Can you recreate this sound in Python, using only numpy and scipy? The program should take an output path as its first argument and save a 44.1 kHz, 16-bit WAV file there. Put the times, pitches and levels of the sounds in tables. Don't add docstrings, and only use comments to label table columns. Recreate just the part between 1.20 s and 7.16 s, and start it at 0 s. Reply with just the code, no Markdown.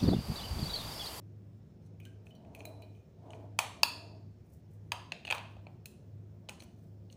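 import sys
import numpy as np
from scipy import signal
from scipy.fft import rfft, irfft
from scipy.io import wavfile
from scipy.ndimage import uniform_filter1d

SR = 44100
rng = np.random.default_rng(int(sys.argv[2]) if len(sys.argv) > 2 else 0)


def unload_wav(signal):
    wavfile.write(
        sys.argv[1],
        SR,
        np.round(np.clip(np.atleast_2d(signal).T, -1, 1) * 32767).astype(np.int16),
    )


N = 262836
T = np.arange(N) / SR

# pitch_ratio [to the family's pitch], level_db [relative], t60_s [s]
CELL_MODES = [(.9, -14, .01), (0.998, 5.5, 0.012), (1.13, -13.5, .012), (1.28, -10, .012)]
BAY_MODES = [(.85, -15, .007), (0.998, 4.5, 0.0067), (1.12, -8.5, .007)]
EDGE_MODES = [(.88, -8, .004), (0.961, 1, .005), (1, 0, .007), (1.08, -2, .005), (1.25, -11.5, .005),
              (1.29, -3, .006), (1.449, -4.5, .004)]
EDGE_HZ = 6620


def undb(db):
    return 10 ** (np.asarray(db) / 20)


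def unit(x):
    return x / np.sqrt(np.mean(x ** 2))


def band(x, lo_hz, hi_hz, order=2):
    return signal.sosfilt(signal.butter(order, [lo_hz, min(hi_hz, .49 * SR)], "band", fs=SR, output="sos"), x)


def narrow(hz, width_hz, order=1):
    return unit(band(rng.standard_normal(N), hz - width_hz / 2, hz + width_hz / 2, order))


def walk(rate):
    hold = int(SR / rate)
    steps = np.repeat(rng.standard_normal(N // hold + 1), hold)
    return 1.1 * uniform_filter1d(uniform_filter1d(steps, hold), hold)[:N]


def add(out, start_s, x):
    i = int(start_s * SR)
    out[i:i + len(x)] += x[:N - i]


def hum():
    centre_hz, level_db, second_share = 102.69, -54, 0.96
    beat_s, null_s = .697, 0.52
    turn = 2 * np.pi * centre_hz * T
    beat = np.pi * (T - null_s) / beat_s
    pair = np.sin(turn + beat) - second_share * np.sin(turn - beat)
    return undb(level_db + 0.42 * walk(14)) * pair


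def air():
    # pitch_hz [Hz], density_db [dB per Hz]
    spectrum = [(20, -115), (50, -90.5), (64, -94.5), (82, -79), (130, -79), (200, -81), (290, -91.5),
                (430, -92), (630, -99), (1000, -113), (2000, -119), (4000, -123), (6500, -124),
                (8200, -131), (12000, -135), (14000, -128), (16600, -121)]
    # pitch_hz [Hz], width_hz [Hz], level_db [dB rms]
    drone_tones = [(75.6, 8.6, -64.5), (156.3, 4.7, -64.5), (357.9, 10, -71.5), (5370, 30, -94)]
    # time_s [s], level_db [dB rms]
    swell_levels = [(0, -84), (1.03, -76), (1.21, -64.5), (1.49, -53), (1.63, -60.5), (1.92, -88.5),
                    (2.06, -54), (2.24, -55), (2.37, -68.5), (2.75, -57.5), (2.97, -60.5), (3.1, -78),
                    (3.5, -80.5), (4.23, -64), (4.53, -77.5), (5.1, -77.5), (5.43, -68.5), (5.6, -78),
                    (5.96, -92)]
    # pitch_hz [Hz], width_hz [Hz], level_db [relative]
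    swell_modes = [(445, 60, -2.5), (650, 120, 3), (894, 160, -6), (1110, 330, -19)]
    whine_hz, whine_db, whine_floor_db = 285.6, -5, -76

    hz, db = np.transpose(spectrum)
    f = np.fft.rfftfreq(N, 1 / SR)
    density = np.interp(np.log(f + 1), np.log(hz), db)
    colour = rfft(rng.standard_normal(N)) * undb(density) * np.sqrt(SR / 2)
    band_number = np.round(3 * np.log2(np.minimum(f, 8000) / 200 + 1))
    flickering = 0
    for k in np.unique(band_number):
        flicker = undb(1.5 * walk(4.8) + 1.1 * walk(20))
        flickering = flickering + irfft(colour * (band_number == k), N) * flicker

    drones = sum(undb(db) * narrow(hz, width) for hz, width, db in drone_tones)
    swell_gain = undb(np.interp(T, *np.transpose(swell_levels)))
    swell = unit(sum(undb(db) * narrow(hz, width, order=2) for hz, width, db in swell_modes))
    whine = narrow(whine_hz, 25.0) * (undb(whine_db) * swell_gain + undb(whine_floor_db))
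    return flickering + drones + swell * swell_gain + whine


def rub(cell_hz=2550, bay_hz=4500):
    # start_s [s], length_s [s], box_db [dB], skin_db [dB]
    slides = [(0.618, .063, -77, -83), (.815, 0.072, -76, -88), (1.05, 0.069, -76, -76.5),
              (1.25, 0.09, -89, -94), (1.328, 0.12, -69.5, -83), (1.433, 0.055, -90, -76),
              (1.73, 0.081, -79, -91), (2.093, 0.088, -71.5, -91), (3.239, .17, -91, -75.5),
              (3.48, .1, -90.5, -79.5), (4.046, 0.036, -60, -77), (4.094, .094, -57.5, -73),
              (5.301, 0.06, -70, -80), (5.391, .04, -63.5, -78), (5.422, 0.026, -59, -62),
              (4.27, .11, -87, -86), (5.55, 0.17, -87, -83.5), (5.903, .104, -71, -78.5)]
    skin_lo_hz, skin_hi_hz = 6700, 16700
    grit = rng.standard_normal(N) * undb(5.5 * walk(150))
    box = 0
    for pitch_hz, family in ((cell_hz, CELL_MODES), (bay_hz, BAY_MODES), (EDGE_HZ, EDGE_MODES)):
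        for ratio, db, _ in family:
            hz = pitch_hz * ratio
            box = box + undb(db) * band(grit, hz * .93, hz * 0.97, order=1)
    box = unit(box)

    out = np.zeros(N)
    for start_s, length_s, box_db, skin_db in slides:
        part = slice(int(start_s * SR), int((start_s + length_s) * SR))
        skin = unit(band(grit[part], skin_lo_hz, skin_hi_hz))
        stroke = np.hanning(len(skin)) ** .5
        out[part] += stroke * (undb(box_db) * box[part] + undb(skin_db) * skin)
    return out


def ring(modes, hz, force, luck):
    t = np.arange(int(SR / 25)) / SR
    y = 0
    for (ratio, db, t60), (level_luck, pitch_luck, phase_luck) in zip(modes, luck):
        shape = np.convolve(1000 ** (-t / max(t60, 1e-3)), force)[:len(t)]
        turn = 2 * np.pi * hz * ratio * (1 + pitch_luck / 100) * t + 2 * phase_luck
        y = y + undb(db + 2 * level_luck) * shape / shape.max() * np.sin(turn)
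    return y / np.abs(y).max()


def clicks():
    # start_s [s]; shell_db, cell_db, bay_db, edge_db [peak dB of each mode family];
    # crack_db [peak dB]; cell_hz [Hz, as the grip sets it]; chatter_db [dB against the modes]
    contacts = [(0.801, -58, -52.5, -76, -61, -54, 2500, -10), (0.852, -64, -48.5, -60, -49, -50, 3000, -8),
                (1.068, -61, -49.5, -76.5, -61, -78, 2510, -8),
                (1.151, -71, -61, -69, -72, -59.5, 3130, -9), (1.248, -65, -60.5, -80, -74, -85, 2510, -3),
                (1.349, -67, -43, -56.5, -54, -48, 2580, -12), (1.405, -50, -40, -58, -56, -70, 2500, -14),
                (1.453, -49, -41.5, -56, -43, -39, 2370, -15), (1.62, -61, -72, -71, -64, -54.5, 2500, -6),
                (2.105, -52, -49.5, -75.5, -53, -74, 2990, -10),
                (2.133, -44.5, -45, -79, -75, -82, 2450, -3.5),
                (2.389, -24, -19, -25.5, -22, -24, 2505, 1.5),
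                (2.632, -18, -12, -9, -17.5, -15, 2653, -14.5),
                (3.719, -25, -24.5, -28, -30.5, -36.5, 2480, -2),
                (3.92, -36.5, -28, -33.5, -41, -53, 2660, -3.5),
                (4.05, -48, -35, -47, -47.5, -68, 2850, -5),
                (4.07, -49.5, -37.5, -43.5, -55, -60, 2740, -4),
                (4.077, -41.5, -30.5, -49, -50, -70, 2595, -6),
                (4.088, -49, -42, -46.5, -55, -59, 2710, -9), (4.102, -39.5, -24, -41, -39, -49, 2610, -6),
                (4.109, -33, -22.5, -37, -34.5, -41, 2510, -3.5),
                (4.124, -24, -23, -34.5, -41.5, -43, 2430, -3.5),
                (4.148, -40.5, -39, -45, -44, -42, 2330, -5),
                (4.181, -36, -40.5, -43.5, -49, -62, 2420, -5),
                (4.367, -48, -63, -73, -74.5, -85, 2594, -4.5),
                (4.468, -43, -47, -57.5, -68.5, -80, 2400, -7.5),
                (4.657, -71, -43.5, -44.5, -42, -38, 2504, -5.5),
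                (5.288, -42, -39, -41.5, -52.5, -56, 2965, -1.5),
                (5.293, -41, -36, -57, -36.5, -42, 2409, -2.5),
                (5.403, -63, -49.5, -46.5, -67, -70, 2500, -3.5),
                (5.422, -56, -53.5, -58, -59, -58, 2500, 3),
                (5.9, -88, -55.5, -61.5, -72.5, -73.5, 2950, -4.5),
                (5.926, -74, -60, -54, -53.5, -67, 2870, -1)]
    # pitch_ratio [to the shell's pitch], level_db [relative], t60_s [s]
    shell_modes = [(.78, -10.5, .012), (1, 4, 0.015), (1.25, -12.5, .012), (1.75, -12, 0.026)]
    light_db, hard_db = -35, -30
    shell_span_hz, bay_span_hz = (707, 963), (4190, 4630)
    contact_ms, rise_ms = 1.15, .3
    knock_db = -17
    room_modes_db, room_chatter_db = -4, 2.5

    near, far = np.zeros((2, N))
    ms = np.arange(int(SR / 60)) / SR * 1000
    force = (1 - np.exp(-ms / rise_ms)) * np.exp(-ms / contact_ms)
    for start_s, shell_db, cell_db, bay_db, edge_db, crack_db, cell_hz, chatter_db in contacts:
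        chatter_grit, crack_grit = rng.standard_normal((2, len(ms)))
        luck = rng.standard_normal((4, 8, 3))
        shell_hz = np.interp(shell_db, (light_db, hard_db), shell_span_hz)
        bay_hz = np.interp(shell_db, (light_db, hard_db), bay_span_hz)
        families = [(shell_modes, shell_hz, shell_db), (CELL_MODES, cell_hz, cell_db),
                    (BAY_MODES, bay_hz, bay_db), (EDGE_MODES, EDGE_HZ, edge_db)]
        for (modes, hz, db), chance in zip(families, luck):
            tones = undb(db) * ring(modes, hz, force ** 2, chance)
            add(near, start_s, tones)
            add(far, start_s, undb(room_modes_db) * tones)

        noises = [(hz * 0.59, hz * 1.294, db + chatter_db, chatter_grit) for _, hz, db in families]
        noises.append((8960, 18000, crack_db, crack_grit))
        noises.append((1160, 2230, shell_db + knock_db, crack_grit))
        signs = 1, 1, -1, 1, -1, -1
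        for (lo_hz, hi_hz, db, noise), sign in zip(noises, signs):
            burst = band(noise * force ** 0.43, lo_hz, hi_hz)
            burst *= sign * undb(db) / np.abs(burst).max()
            add(near, start_s, burst)
            even = sign * unit(band(ms == 0, lo_hz, hi_hz))
            add(far, start_s, undb(room_chatter_db) * np.std(burst) * even)
    return near, far


def springs():
    # start_s [s], level_db [dB], touch_hz [Hz, centre of excitation], spread [octaves]
    touches = [(0.804, -60.5, 2600, 0.17), (.856, -55.5, 1570, .1), (.856, -53, 2940, 0.11),
               (1.108, -58, 3120, 0.079), (1.153, -72.5, 4630, 0.38), (1.204, -69, 3000, .1),
               (1.351, -58, 2500, 0.11), (1.454, -54, 4000, 0.058), (1.455, -69, 2430, 0.092),
               (1.622, -60, 3000, 0.4), (1.75, -66, 2730, 0.14)]
    # pitch_hz [Hz], level_db [relative], t60_s [s]
    coil_modes = [(1570, -5.5, 0.14), (2449, -0.5, 0.28), (3010, -3, 0.12), (4000, -4, 0.19),
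                  (4400, 1, 0.11), (5800, 1, 0.099)]
    out, t = np.zeros(N), T[:SR // 3]
    for hz, mode_db, t60 in coil_modes:
        rattle = narrow(hz, 21.0)
        fade = 1000 ** (-t / t60)
        for start_s, db, touch_hz, spread in touches:
            share = np.exp(-.5 * (np.log2(hz / touch_hz) / spread) ** 2)
            part = rattle[int(start_s * SR):][:len(t)]
            add(out, start_s, share * undb(db + mode_db) * part * fade)
    return out


def room(near, far):
    # centre_hz [Hz], t60_s [s], level_db [relative]
    tail_bands = [(666, 0.4, -24.5), (1298, 0.54, -23), (2890, .5, -23), (4400, 0.59, -24),
                  (8000, .4, -19.5), (16000, .22, -15)]
    gap_s, redraw_s = 0.0055, .05
    table_s, table_db = .0035, -13
    t, step = T[:int(.8 * SR)], int(redraw_s * SR)
    out = undb(table_db) * np.roll(near, int(table_s * SR))
    grains = np.array([unit(band(rng.standard_normal(N + len(t)), hz / 2 ** .5, hz * 2 ** .5))
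                       for hz, _, _ in tail_bands])
    fades = np.array([undb(db) * 1000 ** (-t / t60) for _, t60, db in tail_bands])
    fades = fades * np.clip(t / gap_s, 0, 1) ** 2 / np.sqrt(SR / 100)
    for i in range(0, N, step):
        tail = np.sum(grains[:, i:i + len(t)] * fades, axis=0)
        add(out, (i + .5) / SR, signal.fftconvolve(far[i:i + step], tail))
    return out


def scene():
    near, far = clicks()
    sliding = springs() + rub()
    handling = near + sliding
    return (handling + room(handling, far + sliding) + hum() + air())[None]


def record(dry):
    peak_hz, peak_db, dip_hz, dip_db = 15160, 11.5, 12800, -8
    step_hz, step_db, top_hz = 15480, -23, 16645
    mic = dry + (undb(peak_db) - 1) * band(dry, peak_hz * 0.987, peak_hz * 0.99, order=1)
    mic = mic + (undb(dip_db) - 1) * band(mic, dip_hz * .93, dip_hz * 1.07, order=1)
    low = signal.sosfiltfilt(signal.ellip(8, .1, 30, step_hz, fs=SR, output="sos"), mic)
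    mic = low + undb(step_db) * (mic - low)
    return signal.sosfilt(signal.ellip(10, .2, 80, top_hz, fs=SR, output="sos"), mic)


dry = scene()
out = record(dry)
unload_wav(out)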